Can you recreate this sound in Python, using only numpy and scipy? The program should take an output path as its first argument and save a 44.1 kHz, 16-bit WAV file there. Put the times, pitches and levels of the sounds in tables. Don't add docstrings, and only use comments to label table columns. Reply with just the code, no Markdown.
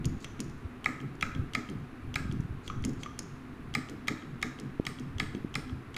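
import sys
import numpy as np
from scipy import signal
from scipy.fft import rfft, irfft
from scipy.io import wavfile

SR = 44100
rng = np.random.default_rng(int(sys.argv[2]) if len(sys.argv) > 2 else 0)


def log_audio(samples):
    frames = np.atleast_2d(samples).T
    limited = np.clip(frames, -1, 1)
    pcm = np.round(limited * 32767).astype(np.int16)
    wavfile.write(sys.argv[1], SR, pcm)


N = 263277

# start_s, latch_lead_s, latch_db, clash_db (linkage), knock_db (head on platen),
# thud_db (into the table), shimmer_peak_hz
STROKES = [(0.8573, 0.014, -41, -39, -20.5, -40.5, 7500), (1.2238, 0.014, -40.5, -36, -23.5, -50, 6760),
           (1.5486, 0.014, -43, -35, -24.5, -43, 6800), (2.1560, 0.015, -41.5, -34.5, -26, -56, 8200),
           (3.7492, 0.01, -42, -33.5, -24.5, -40.5, 8200), (4.0802, 0.0083, -46, -32, -25, -39.5, 7300),
           (4.4258, 0.011, -50, -34, -26, -41.5, 6760), (4.8653, .014, -45.5, -34.3, -31.5, -48, 8600),
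           (5.198, 0.015, -45, -31.5, -26, -44, 8300), (5.5528, .012, -43, -34, -29, -46, 9250),
           (5.964, .021, -47, -39, -36, -41, 8550)]
# start_s, latch_db, touch_delay_s, touch_db (head)
LIGHT_STROKES = [(0.2441, -41, 0.021, -59), (2.6774, -41.5, 0.022, -33.5), (3.0325, -41, .0275, -37.5)]
# start_s (pawl), lever_db, pawl_db,
# planks_db (boom), top_db (low boom of the table top)
RETURNS = [(0.0547, -44, -38, -27, -31), (0.4028, -50, -37, -29.5, -32), (1.0117, -51.5, -63, -31, -27.5),
           (1.3586, -46.5, -76, -28, -30), (1.6981, -48.6, -54, -30, -26.5), (2.3228, -49, -53.5, -28, -24),
           (2.8493, -42.5, -37, -23, -31), (3.1904, -59, -35, -38, -35.5), (3.8963, -50, -50, -30.5, -39),
           (4.2323, -56.5, -72, -35.5, -30.5), (4.5978, -49.5, -48, -30.5, -29),
           (4.996, -50.5, -53, -31, -28.5), (5.358, -47.5, -72, -28, -40), (5.705, -52, -68, -37, -34)]
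# pitch_hz, width_hz, level_db
PLATEN_MODES = [(815, 80, -8.5), (1196, 135, -5.3), (1278, 135, -2.8), (1660, 80, -7), (2077, 257, 0),
                (2434, 348, -5.5)]
# pitch_hz, width_hz, level_db
PAWL_MODES = [(2900, 900, -11), (4150, 700, -6), (5350, 560, -1), (6000, 560, 0), (6880, 480, 0),
              (8350, 450, -9), (9480, 320, -4), (11100, 500, -11), (13000, 1500, -27)]
# pitch_hz, level_db (per Hz)
PLANK_BOOM = [(120, -39), (180, -33), (205, 7), (230, -9), (249, 5), (272, -2), (330, -4.5), (400, -12.5),
              (520, -22), (900, -56)]
# pitch_hz, level_db (per Hz)
TOP_BOOM = [(70, -27), (108, -17), (126, 1), (139, 5.5), (155, -5), (185, -5), (260, -31), (600, -75)]

LEVER_LEAD_S = 0.010


def amp(db):
    return 10 ** (np.asarray(db) / 20)


def evened(x):
    return x / np.sqrt(np.mean(x ** 2) + 1e-20)


def sized(x, db):
    return x * amp(db) * np.sqrt(0.005 * SR / (np.sum(x ** 2) + 1e-20))


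def read(points, hz, axis=1):
    columns = np.transpose(points)
    return np.interp(np.log(hz + 1), np.log(columns[0] + 1), columns[axis])


def add(mix, start_s, sound):
    part = mix[max(round(start_s * SR), 0):][:len(sound)]
    part += sound[:len(part)]


def noise(spectrum, grains_per_s=SR):
    sparse = rng.random(N) < grains_per_s / SR
    grains = rng.standard_normal(N) * sparse
    colour = amp(read(spectrum, np.fft.rfftfreq(N, 1 / SR)))
    return evened(irfft(rfft(grains) * colour, N))


def ring(modes, size=2048):
    t = np.arange(size) / SR
    out = np.zeros(size)
    for k, (hz, width, db) in enumerate(modes):
        decay = np.exp(-np.pi * width * t)
        out += (-1) ** k * amp(db) * width * decay * np.sin(2 * np.pi * hz * t)
    return out


def varied_ring(modes, lowest, detune, spread_db):
    pitch, strength = rng.uniform(lowest, 1, (2, len(modes)))
    return ring([(hz * (1 + detune * a), width, db + spread_db * b)
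                 for (hz, width, db), a, b in zip(modes, pitch, strength)])


def chatter(rise, fall, size=1024):
    t = np.arange(size) / SR
    envelope = (1 - np.exp(-t / rise)) * np.exp(-t / fall)
    z = rfft(envelope * rng.standard_normal(size))
    flat = irfft(z / (abs(z) + 1e-12))
    return flat * np.sqrt(envelope / envelope.max())


def tilted(x, corner_hz):
    r = np.exp(-2 * np.pi * corner_hz / SR)
    return signal.lfilter([1 - r, 1 - r], [1, -r], x) / 2


def blows(rows, modes, rise, fall, crack_db, crack_hz):
    out = np.zeros(N)
    for start_s, db in rows:
        body = varied_ring(modes, lowest=-1.12, detune=0.025, spread_db=3)
        force = chatter(rise, fall)
        add(out, start_s, sized(signal.fftconvolve(force, body), db))
        add(out, start_s, sized(tilted(force, crack_hz), db + crack_db))
    return out


def background():
    # pitch_hz, level_db (per Hz)
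    air_spectrum = [(240, -23), (400, -4.5), (536, -13.5), (598, -10.5), (697, -5.5), (879, -8.5),
                    (1110, -3.5), (1530, -6.5), (2630, -13.5), (3310, -21.5), (3580, -20), (5190, -29.5),
                    (9760, -37.5), (10900, -36), (16000, -65)]
    drone = noise([(20, -48), (60, -14), (138, -4.5), (175, -18.0), (250, 2), (290, -6),
                   (400, -10.5), (600, -27.5), (1500, -51)])
    hiss = noise([(9000, -50), (10400, -12), (10800, 14), (11200, -15), (12500, -50)])
    return amp(-55) * noise(air_spectrum) + amp(-48.5) * drone + amp(-84) * hiss


def handling():
    # start_s, end_s, effort_db (ahead of the blend below)
    shifts = [(0.01, 0.142, -37), (0.33, 0.586, -51.5), (1.252, 1.445, -44.5), (1.744, 1.802, -49),
              (2.052, 2.56, -43), (2.684, 2.98, -41.5), (3.617, 3.705, -49), (5.123, 5.3, -50.5),
              (5.403, 5.755, -55)]
    # pitch_hz, level_db (per Hz)
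    rumble_spectrum = [(15, -2.5), (30, -10.5), (55, -5.5), (85, -6), (110, -4), (160, -42.5), (400, -76)]
    resting_db, fade_s, grains_per_s = -51, 0.049, 900
    t = np.arange(N) / SR
    effort = np.full(N, amp(resting_db))
    for start, end, db in shifts:
        effort += amp(db) * np.interp(t, [start - fade_s, start, end, end + fade_s], [0, 1, 1, 0])
    rumble = amp(-1.5) * noise(rumble_spectrum, grains_per_s)
    top = amp(-5.5) * noise(TOP_BOOM, grains_per_s)
    planks = amp(-12) * noise(PLANK_BOOM, grains_per_s)
    return effort * (rumble + top + planks)


def lever():
    # pitch_hz, width_hz, level_db
    lever_modes = [(2210, 165, 2), (2700, 140, 3), (3250, 185, 9), (4680, 190, -3.5), (5340, 1400, -15.5),
                   (6150, 180, -0.5), (6800, 260, -8), (8300, 1640, -12.5)]
    touch_tick_db = -19.5
    ticks = [(s - lead, db) for s, lead, db, *_ in STROKES]
    for s, db, delay, touch_db in LIGHT_STROKES:
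        ticks += [(s, db), (s + delay, touch_db + touch_tick_db)]
    stops = [(s - LEVER_LEAD_S, db) for s, db, *_ in RETURNS]
    tripping = blows(ticks, lever_modes, rise=0.00023, fall=0.0027, crack_db=-12.5, crack_hz=2500)
    stopping = blows(stops, lever_modes, rise=0.00035, fall=0.0023, crack_db=-22, crack_hz=2500)
    return amp(2.05) * tripping + amp(4.55) * tilted(stopping, corner_hz=3000)


def booms(rows, spectrum, peak_s, steepness):
    out, wood = np.zeros(N), noise(spectrum)
    u = np.arange(SR // 3) / SR / peak_s
    swell = (u * np.exp(1 - u)) ** steepness
    for start_s, db in rows:
        stretch = np.roll(wood, -round(start_s * SR))[:len(u)]
        add(out, start_s, sized(swell * stretch, db))
    return out


def sway():
    pushes = [(s, -32) for s, *_ in STROKES]
    jolts = [(s - LEVER_LEAD_S, db) for s, _, _, db, _ in RETURNS]
    settles = [(s, db) for s, *_, db in RETURNS]
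    pressed = booms(pushes, TOP_BOOM, peak_s=0.021, steepness=0.72)
    jolted = booms(jolts, PLANK_BOOM, peak_s=0.021, steepness=0.59)
    settling = booms(settles, TOP_BOOM, peak_s=0.066, steepness=3.3)
    return pressed + jolted + settling


def pawl():
    # start_s, level_db
    rattles = [(0.204, -61), (0.4969, -60), (1.1524, -64), (2.4053, -58), (2.8233, -59), (2.8929, -53),
               (2.9319, -60)]
    clicks = [(s, db) for s, _, db, *_ in RETURNS] + list(rattles)
    return blows(clicks, PAWL_MODES, rise=0.0001, fall=0.0031, crack_db=-10, crack_hz=3940)


def bumps():
    # start_s, peak_db, pitch_hz, rise_s
    bump_rows = [(0.055, -19.5, 132, 0.0086), (0.064, -24, 78, 0.0079), (0.644, -29, 87, 0.01),
                 (1.358, -29, 148, 0.0086), (1.389, -23, 97, 0.0082), (2.252, -25.5, 166, 0.0028),
                 (2.295, -23.5, 122, 0.0047), (2.399, -20.5, 111, 0.0026), (2.506, -26, 102, 0.0044),
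                 (2.756, -33, 127, .014), (2.876, -26.5, 253, 0.01), (4.798, -14, 250, 0.0012),
                 (5.149, -32.5, 83, 0.013), (5.229, -26, 200, 0.0032), (5.349, -25, 260, 0.0018),
                 (5.4462, -20, 224, 0.002), (5.722, -28.5, 90, 0.0091)]
    out, t = np.zeros(N), np.arange(SR // 4) / SR
    for start_s, db, hz, rise in bump_rows:
        swell = (t / rise * np.exp(1 - t / rise)) ** 2
        add(out, start_s, amp(db) * swell * np.sin(2 * np.pi * hz * t))
    return out


def slides():
    # pitch_hz, level_db (per Hz)
    scrape_spectrum = [(2500, -10), (4500, 7), (5800, -4), (6800, 5), (7800, -1), (9400, -10), (10500, -14),
                       (15000, -24)]
    slide_s, catch_db, slips_per_s = 0.047, -58.5, 3800
    level = np.zeros(N)
    growth = np.sqrt(np.linspace(0, 1, round(slide_s * SR)))
    for start_s, *_ in LIGHT_STROKES:
        add(level, start_s - slide_s, growth)
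    return amp(catch_db) * level * noise(scrape_spectrum, slips_per_s)


def spring():
    # pitch_hz, width_hz, level_db
    spring_modes = [(6040, 380, 3), (7340, 270, -7)]
    start_db, t60_s = -60, 0.52
    out, t = np.zeros(N), np.arange(SR // 3) / SR
    for start_s, *_ in LIGHT_STROKES:
        brush = rng.standard_normal(len(t))
        buzz = evened(signal.fftconvolve(brush, ring(spring_modes), "same"))
        add(out, start_s, buzz * amp(start_db - 60 * t / t60_s))
    return out


def touches():
    # pitch_hz, width_hz, level_db
    head_modes = [(1094, 90, -15), (1232, 69, -2), (1940, 140, -21), (2310, 290, -22)]
    taps = [(s + delay, db) for s, _, delay, db in LIGHT_STROKES]
    return blows(taps, head_modes, rise=0.00029, fall=0.0013, crack_db=-35, crack_hz=1500)


def strikes():
    # pitch_hz, width_hz, level_db
    linkage_modes = [(2740, 920, 3.5), (3300, 170, 13), (3935, 104, 12.5), (4420, 210, 7), (5210, 240, 7.5),
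                     (6570, 63, 7), (7320, 460, -1), (8740, 130, 0.5), (10500, 400, -8), (12900, 4300, -12)]
    head_delay_s, rebound_s = 0.002996, 0.0076
    start_s, _, _, clash_db, knock_db = np.transpose(STROKES)[:5]
    clashes = zip(start_s, clash_db + 0.5)
    rebounds = zip(start_s + rebound_s, clash_db - 28)
    bounces = zip(start_s + rebound_s, knock_db - 13.5)
    out = blows(clashes, linkage_modes, rise=0.0039, fall=0.0012, crack_db=-11.5, crack_hz=5000)
    out += blows(rebounds, PAWL_MODES, rise=0.00046, fall=0.0012, crack_db=-3, crack_hz=5000)
    out += blows(bounces, PLATEN_MODES, rise=0.00097, fall=0.0017, crack_db=-33, crack_hz=2000)
    for at, db in zip(start_s + head_delay_s, knock_db):
        add(out, at, sized(knock(), db + 0.2))
    return out


def knock():
    body = varied_ring(PLATEN_MODES, lowest=-0.64, detune=0.033, spread_db=4.5)
    low_cut = signal.butter(2, 680, "highpass", fs=SR, output="sos")
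    return signal.sosfilt(low_cut, body)


def shimmer():
    # pitch_hz, level_db (per Hz)
    shimmer_spectrum = [(2500, -30), (4000, -2), (5600, -3), (7000, -8.5), (8500, -10.5), (10000, -17.5),
                        (12000, -14), (15500, -21)]
    level_db, t60_s, swell_s = -52, 0.42, 0.0081
    lift_db, lift_width_hz = 9.5, 1300
    out, t = np.zeros(N), np.arange(SR // 2) / SR
    hz = np.fft.rfftfreq(len(t), 1 / SR)
    for start_s, *_, peak_hz in STROKES:
        lift = lift_db * np.exp(-((hz - peak_hz) / lift_width_hz) ** 2)
        colour = amp(read(shimmer_spectrum, hz) + lift)
        spray = evened(irfft(rfft(rng.standard_normal(len(t))) * colour, len(t)))
        add(out, start_s, spray * amp(level_db - 60 * t / t60_s) * (1 - np.exp(-t / swell_s)))
    return out


def table():
    # pitch_hz, width_hz, level_db
    plank_modes = [(144.5, 11, -9), (215, 57, -12.5), (249.8, 15.5, 2), (313.4, 7.1, -4.5), (423, 25, -12)]
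    out, planks = np.zeros(N), ring(plank_modes, size=12000)
    for start_s, *_, thud_db, _ in STROKES:
        rocking = chatter(rise=0.025, fall=0.0123, size=4096)
        add(out, start_s + 0.01237, sized(signal.fftconvolve(rocking, planks), thud_db + 13.5))
    return out


def room(x):
    # delay_s, gain (linear)
    reflections = [(.0035, 0.037), (.0061, 0.029), (.008, -0.081), (.0095, 0.083), (.0182, 0.0094),
                   (.03, 0.051), (.0392, 0.072)]
    out = x + cycled_tails(x)
    for delay, gain in reflections:
        add(out, delay, gain * x)
    return out


def cycled_tails(x, count=4):
    turn = np.arange(N) / SR / 0.35
    offset = turn - np.arange(count)[:, None]
    away = abs((offset + count / 2) % count - count / 2)
    return sum(tail(x * np.cos(np.pi / 2 * np.minimum(steps, 1))) for steps in away)


def tail(x):
    # pitch_hz, t60_s, level_db
    room_bands = [(202, 0.35, 18), (755, 0.62, -6.5), (1230, 0.61, -3.5), (1560, 0.76, 0.5),
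                  (2000, 0.53, -11.5), (3480, 0.71, -10.5), (5940, 0.62, -10), (8850, 0.78, -17.5),
                  (15000, 0.42, -25)]
    size = 32768
    hz, t, z = signal.stft(rng.standard_normal(size), SR, nperseg=256)
    t60 = read(room_bands, hz)[:, None]
    level_db = read(room_bands, hz, axis=2)[:, None]
    unit_energy = np.sqrt(np.log(1e6) / (t60 * SR))
    decay = amp(level_db - 60 * t / t60) * unit_energy
    response = signal.istft(z * decay, SR, nperseg=256)[1][:size]
    response *= 1 - np.exp(-(np.arange(size) / SR / 0.00077) ** 2)
    return signal.fftconvolve(x, response)[:N]


def scene():
    struck = strikes() + lever() + pawl() + touches() + slides()
    machine = room(struck) + shimmer() + spring()
    wood = table() + sway()
    return (machine + wood + bumps() + handling() + background())[None]


def record(dry):
    low_pass = signal.firwin(301, 15550, window=("kaiser", 8), fs=SR)
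    return signal.oaconvolve(dry, low_pass[None], "same")


dry = scene()
out = record(dry)
log_audio(out)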